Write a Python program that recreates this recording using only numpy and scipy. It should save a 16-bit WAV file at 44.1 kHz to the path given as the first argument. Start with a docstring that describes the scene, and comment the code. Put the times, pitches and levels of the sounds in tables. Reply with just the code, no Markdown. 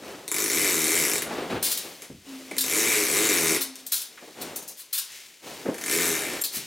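"""A small bedroom, where a roller blind is raised in three pulls on its bead chain.
Each bead ticks through the clutch and rings the plastic housing and the roller tube. Between pulls
the slack chain slaps the frame, and at the end a small fitting on it clinks once.
Underneath, bedding and sleeves rustle, with a few soft thumps and a faint low tone."""
import sys
import numpy as np
from scipy import signal
from scipy.io import wavfile

SR = 44100
rng = np.random.default_rng(int(sys.argv[2]) if len(sys.argv) > 2 else 0)


def inscribe(sig):
    """Save sig as 16-bit PCM at rate SR to the path in sys.argv[1].

    A 1-D sig is mono; a 2-D sig holds one channel per row.
    Samples are clipped to [-1, 1] before scaling.
    """
    pcm = np.round(np.clip(np.atleast_2d(sig).T, -1, 1) * 32767)
    wavfile.write(sys.argv[1], SR, pcm.astype(np.int16))


N = 293706
TIME = np.arange(N) / SR

# bright EQ of beads on the clutch: (frequency [Hz], gain [dB])
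TICK_EQ = [(300, -30), (800, -7.5), (1500, -2), (3100, -14), (3750, 0), (4600, -3), (5700, 1.5), (6800, 3),
           (8300, 2.5), (9500, 2.5), (11000, -1), (13500, -2), (15000, -5), (16000, -10.5)]
# dull EQ of rubbing fabric: (frequency [Hz], gain [dB])
RUB_EQ = [(25, -35), (60, -17), (120, -10), (230, -1), (400, 1.5), (700, -3), (1200, -9), (2200, -12.5),
          (4000, -18.5), (9000, -44.5)]


def chain_pulls(room, body_room, usual_speed=85, slack_db=-13, jitter_s=0.0001, slide_db=-8):
    """One hit per passing bead, over sliding chain and winding fabric; all grow with speed and force."""
    # chain speed, one curve per pull: (time [s], speed [beads/s])
    speed_curves = [
        [(.3435, 47.6), (.41, 53), (.44, 52.3), (.49, 50), (.58, 87), (.63, 103), (.77, 80), (.9, 78.4),
         (.97, 90.7), (1.09, 61), (1.215, 28)],
        [(2.6404, 36), (2.77, 108), (2.88, 115), (3.0, 104), (3.04, 68.5), (3.08, 58), (3.16, 101),
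         (3.25, 112.4), (3.4, 82.3), (3.52, 80), (3.58, 48)],
        [(5.744, 21.8), (5.86, 45.7), (5.93, 80.4), (6.02, 88), (6.16, 78.7), (6.24, 64), (6.4, 51.5)],
    ]
    # the hand's effort per pull: (force [dB], growth [dB/s], taking up slack [s], easing off [s])
    efforts = [(-1.1, 1.2, 0.022, 0.04), (-2.23, 4, .03, .015), (-1.5, 4.5, 0.22, .33)]
    # how tick, housing, roller and fabric follow the hand:
    # (level at usual speed [dB], speed [dB/doubling], force [dB/dB], slack [dB/dB])
    responses = [(-25.5, 2, .5, 1.46), (-30.5, 4.5, 0.65, 0.84), (-32, 5, 1.73, 2), (-38.5, 3.5, 1.5, 0.2)]
    hits, levels = np.zeros((3, N)), np.zeros((4, N))
    for curve, (force_db, growth, grip_s, ease_s) in zip(speed_curves, efforts):
        times, speeds = np.transpose(curve)
        moving = (TIME >= times[0]) & (TIME <= times[-1])
        speed = np.interp(TIME, times, speeds)
        beads_passed = np.ceil(np.cumsum(speed * moving) / SR)
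        at = np.flatnonzero(np.diff(beads_passed))
        timing, unevenness = rng.standard_normal((256, 2))[:len(at)].T
        held_s = TIME - times[0] + 1 / speeds[0]  # the hand grips one bead before the first hit
        force = force_db + growth * held_s
        tautness = np.clip(np.minimum(held_s / grip_s, (times[-1] - TIME) / ease_s), 0, 1)
        slack = slack_db * (1 - tautness)
        doublings = np.log2(speed / usual_speed)
        level = np.array([amp(db + by_speed * doublings + by_force * force + by_slack * slack)
                          for db, by_speed, by_force, by_slack in responses])
        level[1] *= amp(1.3 * drift(hz=14))  # the loose housing rattles unevenly
        strength = level[:3, at] / np.sqrt(speed[at]) * amp(-0.2 * unevenness)
        hits[:, at + (jitter_s * SR * timing).astype(int)] = strength
        levels += level * moving
    parts = clutch_mechanism(hits, room, body_room)
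    rattle = sum(part * rms(level) / rms(part) for part, level in zip(parts, levels))
    slide = colour(levels[0] * grains(N, per_s=7000, spread_db=2.5), TICK_EQ)
    slide *= amp(slide_db) * rms(levels[0]) / rms(slide)
    fabric = colour(rng.standard_normal(N), RUB_EQ)
    return rattle + slide + levels[3] * fabric / rms(fabric)


def clutch_mechanism(hits, room, body_room, rebound_s=0.0043, tube_lag_s=0.002965):
    """Three trains of hits drive the clutch's tick, the housing's knock and the tube's low ring."""
    # resonances of each part: (frequency [Hz], bandwidth [Hz], gain [dB])
    clutch_modes = [(3725, 140, 2), (6910, 170, -2.5), (8170, 460, -0.5), (9870, 140, -1), (10000, 140, -1),
                    (11100, 140, 7), (12400, 69, -11), (13480, 59, -6)]
    housing_modes = [(1780, 55, 6), (1982, 62, 11), (2162, 220, 7.5), (2262, 230, 5.5), (2390, 21, 13.5)]
    wound_housing_modes = [(1750, 330, -12), (1800, 140, 11), (2040, 410, -2.5), (2230, 370, 7)]  # with most of the fabric wound on
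    tube_modes = [(88, 25, -13.5), (169.8, 6.6, 0), (256, 6.7, -0.5), (321.3, 31, 6.5), (361.7, 10.4, 8),
                  (408.7, 23, 9.5), (494, 11, -3)]
    tick = snap(hits[0], t60=0.0026, rough=3.1)
    rebound = amp(-3) * delay(hits[1], rebound_s)  # a second knock as the bead seats
    knock = snap(hits[1] + rebound, t60=0.0061, rough=0.99)
    wound = TIME > 5  # for the last pull
    housing = ring(knock * ~wound, housing_modes) + ring(knock * wound, wound_housing_modes)
    bending = delay(hits[2], tube_lag_s)  # bending waves take a moment to run along the tube
    tube = ring(snap(bending, t60=0.025, rough=0.61), tube_modes)
    return [convolve(colour(tick, TICK_EQ) + ring(tick, clutch_modes), room),
            convolve(band(housing, 1170, "high"), body_room),
            band(band(tube, 89, "high"), 536, "low", order=4)]


def snap(hits, t60, rough, rise_s=0.00074):
    """Each impact is a clean transient plus a brief scrape that is never twice the same."""
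    t = TIME[:2048]
    fade = amp(-60 * t / t60) * np.minimum(t / rise_s, 1)
    return hits + rough * convolve(hits, fade / np.linalg.norm(fade)) * rng.standard_normal(N)


def single_beads(room, body_room, tube_db=-3.5, energy_s=0.0034):
    """Lone beads slip through the clutch as the chain is taken up or let go."""
    # slips: (time [s], tick level [dB], housing knock level [dB])
    slips = [(0.2793, -26.5, -36.5), (0.3162, -19, -28.5), (1.2216, -19.5, -24.5), (2.021, -32, -40.5),
             (2.5127, -35, -34), (2.567, -27.5, -31.5), (3.7563, -31, -57)]
    times, tick_db, knock_db = np.transpose(slips)
    hits = np.zeros((3, N))
    hits[:, np.round(times * SR).astype(int)] = amp([tick_db, knock_db, knock_db + tube_db])
    parts = clutch_mechanism(hits, room, body_room)
    return sum(part * rms(hit) / rms(part) for part, hit in zip(parts, hits)) * np.sqrt(energy_s * SR)


def chain_slaps(room, ring_width_hz=480, trim_db=-1, contact_db=2, contact_s=0.011):
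    """Many beads hit the frame almost together: a hard first contact, then a dense, dying clatter."""
    # slaps: (time [s], relative level [dB], attack [s], t60 [s], struck spot's ring [Hz], ring [dB])
    slaps = [(1.626, -23.5, 0.00099, 0.64, 3500, -18), (1.644, -22.5, 0.0087, 0.21, 3900, -12),
             (1.706, -21.5, 0.013, 0.084, 3900, -23), (1.774, -20, 0.0011, 0.038, 4100, 0),
             (2.58, -19, 0.0041, 0.079, 3860, 1), (2.608, -19, 0.0018, 0.067, 3950, -5),
             (3.603, -22, 0.016, .08, 3800, -20), (3.864, -27, 0.0037, 0.028, 5630, -14),
             (3.918, -19.5, 0.005, 0.3, 3740, -7), (4.013, -27.5, 0.0063, 0.043, 3500, -13),
             (4.41, -28.5, 0.0084, .049, 4200, -16), (4.557, -27, 0.0066, 0.088, 6350, -2),
             (4.619, -39.5, 0.0077, .072, 6400, -8), (4.677, -33.5, 0.0022, 0.18, 6300, 3),
             (4.761, -35.5, 0.038, 0.12, 3030, -5), (4.927, -21.5, 0.0062, 0.28, 3380, -14),
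             (4.974, -20.5, .011, 0.056, 3460, -12), (6.4376, -20, 0.00061, 0.14, 4170, 4.5),
             (6.519, -25.5, 0.044, 0.12, 4500, -16)]
    # EQ of the clatter: (frequency [Hz], gain [dB])
    chain_eq = [(300, -16), (1000, 3), (2500, -4.5), (3800, 0.5), (7500, -2), (9300, 1), (11000, 1.5),
                (13500, 1), (16000, -3)]
    out, t = np.zeros(N), TIME[:SR // 2]
    contact = 1 + amp(contact_db) * np.exp(-t / contact_s) / 2
    for start, db, rise, t60, ring_hz, ring_db in slaps:
        clatter = colour(grains(len(t), per_s=6000, spread_db=1.0), chain_eq)
        clatter = band(clatter, 0.78 * ring_hz, "high")  # thin below the ring
        clatter += ring(clatter, [(ring_hz, ring_width_hz, ring_db)])
        add(out, start, amp(db) * envelope(t, rise, t60) * contact * clatter / rms(clatter))
    return amp(trim_db) * convolve(out, room) / np.linalg.norm(room)


def fitting_clink(start_s=6.411, level_db=-20):
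    """A brief graze sets a small hard fitting on the chain ringing."""
    # resonances of the fitting: (frequency [Hz], bandwidth [Hz], gain [dB])
    fitting_modes = [(7500, 61, 5), (9100, 500, -8), (13100, 100, 3)]
    shape = amp(level_db) * envelope(TIME - start_s, rise_s=0.0082, t60=0.025)
    clink = ring(shape * rng.standard_normal(N), fitting_modes)
    return clink * rms(shape) / rms(clink)


def soft_thumps(rise_s=0.0082, band_ratio=1.6):
    """Padded bumps on the bed and floor, each a dull burst of band-passed noise."""
    # bumps: (time [s], level [dB], t60 [s], band centre [Hz])
    bumps = [(1.417, -30, 0.16, 334), (1.521, -25, 0.052, 253), (1.533, -33.5, 0.29, 56),
             (2.095, -37.5, 0.14, 145), (2.125, -45.5, 0.38, 47), (2.508, -36, 0.19, 330),
             (4.17, -43.5, .17, 1390), (4.22, -41.5, 0.13, 390), (4.272, -45, 0.27, 343),
             (5.651, -27, 0.4, 300), (5.682, -23, 0.19, 280), (6.563, -42, 0.37, 101)]
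    # EQ of a bump ahead of its band-pass: (frequency [Hz], gain [dB])
    thud_eq = [(25, -49), (55, -15), (130, -4.5), (250, 4), (500, 3), (900, -1), (1800, 6), (3000, 5),
               (9000, -33)]
    out, t = np.zeros(N), TIME[:SR // 2]
    for start, db, t60, hz in bumps:
        shape = amp(db) * envelope(t, rise_s, t60)
        noise = colour(rng.standard_normal(len(t)), thud_eq)
        thud = shape * band(band(noise, hz * band_ratio, "low"), hz / band_ratio, "high", order=3)
        add(out, start, thud * rms(shape) / rms(thud))
    return out


def cloth_rustle(flutter_db=1.75):
    """Sleeves and bedding speed up and slow to rest: folds rub and flap, fibres catch in a fine swish."""
    # cloth moves: (start [s], speeding up [s], slowing down [s], low rub [dB], high swish [dB])
    moves = [(-.05, 0.13, 0.5, -40, -46.5), (1.1, 0.09, .25, -38.5, -48), (1.23, 0.11, 0.47, -30, -43),
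             (1.48, 0.038, 0.21, -29, -44), (1.61, 0.054, 0.66, -44, -38), (1.83, 0.035, 0.16, -40.5, -55),
             (1.98, 0.056, 0.11, -50.5, -47.5), (2.231, 0.062, 3.4, -48.5, -47),
             (3.5, 0.078, 0.19, -40.5, -50), (3.73, 0.065, .12, -59, -48.5), (4.03, 0.23, .6, -57.5, -51),
             (4.34, 0.091, 0.45, -37.5, -43.5), (5.04, 0.093, .42, -78, -42),
             (5.41, 0.063, 0.99, -42.5, -42.5), (6.1, 0.25, 0.26, -40, -38), (6.5, 0.053, 0.32, -47, -36)]
    # rustle that remains between moves: (rub [dB], swish [dB])
    resting_db = (-66, -55.5)
    # airy EQ of catching fibres: (frequency [Hz], gain [dB])
    swish_eq = [(200, -14), (1200, -10), (2100, 2), (4000, 0.5), (6500, -1), (10000, -5.5), (16000, -11)]
    power = amp(resting_db)[:, None] ** 2
    for start, rise, fall, rub_db, swish_db in moves:
        speeding = np.clip((TIME - start) / rise, 0, 1)
        slowing = np.clip(1 - (TIME - start - rise) / fall, 0, 1) ** 2
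        power = power + np.outer(amp([rub_db, swish_db]), speeding * slowing) ** 2
    rub_level, swish_level = np.sqrt(power)
    rub = colour(rng.standard_normal(N), RUB_EQ)
    swish = colour(grains(N, per_s=16000, spread_db=0.5), swish_eq)
    flutter = amp(flutter_db * drift(hz=59))
    return rub / rms(rub) * rub_level * flutter + swish / rms(swish) * swish_level


def low_tone(pitch_hz=261.4, sharp_hz=20.5, settle_s=0.053, sag_db_per_s=5, waver_db=4):
    """A faint, wavering sine before and after the second pull; each note starts sharp and settles."""
    # notes: (start [s], hold [s], level [dB])
    notes = [(2.261, 0.33, -45.5), (3.58, 0.13, -43)]
    out, t = np.zeros(N), TIME[:SR]
    hz = pitch_hz + sharp_hz * np.exp(-t / settle_s)
    for start, hold_s, db in notes:
        level = amp(db - sag_db_per_s * t) * envelope(t, rise_s=0.021, t60=0.39, hold_s=hold_s)
        add(out, start, np.sqrt(2) * level * np.sin(2 * np.pi * np.cumsum(hz) / SR))
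    return out * amp(waver_db * drift(hz=25.74))


def bedroom(tail_db, echo_share, size=16384):
    """The room's impulse response: direct sound, early reflections and a short diffuse tail."""
    # reflections off the near walls and window: (delay [s], relative gain [linear])
    reflections = [(.0039, .25), (.0053, .2), (.0082, .5), (.0086, .36), (0.0089, .3), (0.0098, .28)]
    # reverb decay: (frequency [Hz], t60 [s])
    decay_times = [(100, 0.18), (500, 0.72), (2000, 0.35), (5000, 0.36), (10000, 0.25), (16000, 0.11)]
    hz, t, spectrum = signal.stft(rng.standard_normal(size), SR, nperseg=256)
    decay = amp(-60 * t / curve_at(decay_times, hz)[:, None])
    tail = signal.istft(spectrum * decay, SR, nperseg=256)[1]
    response = amp(tail_db) * band(tail / np.linalg.norm(tail), 450, "high")  # the bed soaks up the lows
    response[0] += 1
    for delay_s, gain in reflections:
        response[int(delay_s * SR)] += gain * echo_share
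    return response


def amp(db):
    return 10 ** (np.asarray(db) / 20)


def rms(x):
    return np.sqrt(np.mean(x ** 2) + 1e-20)


def curve_at(points, hz):
    """Read a curve along a logarithmic frequency axis."""
    point_hz, values = np.transpose(points)
    return np.interp(np.log(hz + 1), np.log(point_hz + 1), values)


def add(mix, start_s, sound):
    part = mix[max(round(start_s * SR), 0):][:len(sound)]
    part += sound[:len(part)]


def delay(x, seconds):
    return np.concatenate([np.zeros(int(seconds * SR)), x])[:len(x)]


def envelope(t, rise_s, t60, hold_s=0):
    """Linear attack, optional hold, exponential release."""
    return np.clip(t / rise_s, 0, 1) * amp(-60 * np.maximum(t - rise_s - hold_s, 0) / t60)


def convolve(x, response):
    return signal.oaconvolve(x, response)[:len(x)]


def colour(x, eq, size=2048):
    """Minimum-phase EQ through (Hz, dB) points."""
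    log_gain = np.log(amp(curve_at(eq, abs(np.fft.fftfreq(size, 1 / SR)))))
    spectrum = np.exp(np.conj(signal.hilbert(log_gain)))
    return convolve(x, np.fft.ifft(spectrum).real)


def band(x, hz, kind, order=2):
    """Pass the "low" or the "high" band."""
    return signal.sosfilt(signal.butter(order, hz, kind, fs=SR, output="sos"), x)


def ring(x, modes, size=4096):
    """Damped resonances, each with its own peak gain."""
    t = np.arange(size) / SR
    tones = [amp(db) * 2 * np.pi * width / SR * np.exp(-np.pi * width * t) * np.cos(2 * np.pi * hz * t)
             for hz, width, db in modes]
    return convolve(x, sum(tones))


def drift(hz):
    """Random modulation of about unit size, gliding to hz new values a second."""
    knots = rng.standard_normal(int(TIME[-1] * hz) + 2)
    return np.interp(TIME * hz, np.arange(len(knots)), knots)


def grains(n, per_s, spread_db):
    """A texture of tiny impacts of uneven size."""
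    impacts = rng.standard_normal(n) * (rng.random(n) < per_s / SR)
    impacts *= amp(spread_db * rng.standard_normal(n))
    return impacts / rms(impacts)


def scene():
    """The stereo mix, with the treble leaning left and a little diffuse sound at the sides."""
    # stereo balance: (frequency [Hz], left minus right [dB])
    balance = [(450, 0.5), (1000, 0.5), (2000, 0.8), (4000, 1.5), (8000, 2), (14000, 4.5)]
    # stereo width: (frequency [Hz], side gain [dB])
    side_eq = [(340, -61.5), (560, -16), (1000, -11), (2000, -14), (5000, -18.5), (14000, -27)]
    room, body_room = bedroom(tail_db=2, echo_share=0.5), bedroom(tail_db=-2, echo_share=0.18)
    blind = chain_pulls(room, body_room) + single_beads(room, body_room)
    blind += chain_slaps(bedroom(tail_db=-1, echo_share=0.7))
    mid = blind + fitting_clink() + soft_thumps() + cloth_rustle() + low_tone()
    size = SR // 8
    scatter = rng.standard_normal(size) * signal.windows.hann(size) * amp(-60 * TIME[:size] / 0.046)
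    side = colour(convolve(mid, scatter / np.linalg.norm(scatter)), side_eq)
    return np.array([colour(mid, [(hz, sign * db / 2) for hz, db in balance]) + sign * side
                     for sign in (1, -1)])


def record(dry):
    """A steep low-pass takes off the air above about 16 kHz."""
    low_pass = signal.firwin(511, 15950, window=("kaiser", 9), fs=SR)
    return signal.oaconvolve(dry, low_pass[None], "same")


dry = scene()
out = record(dry)
inscribe(out)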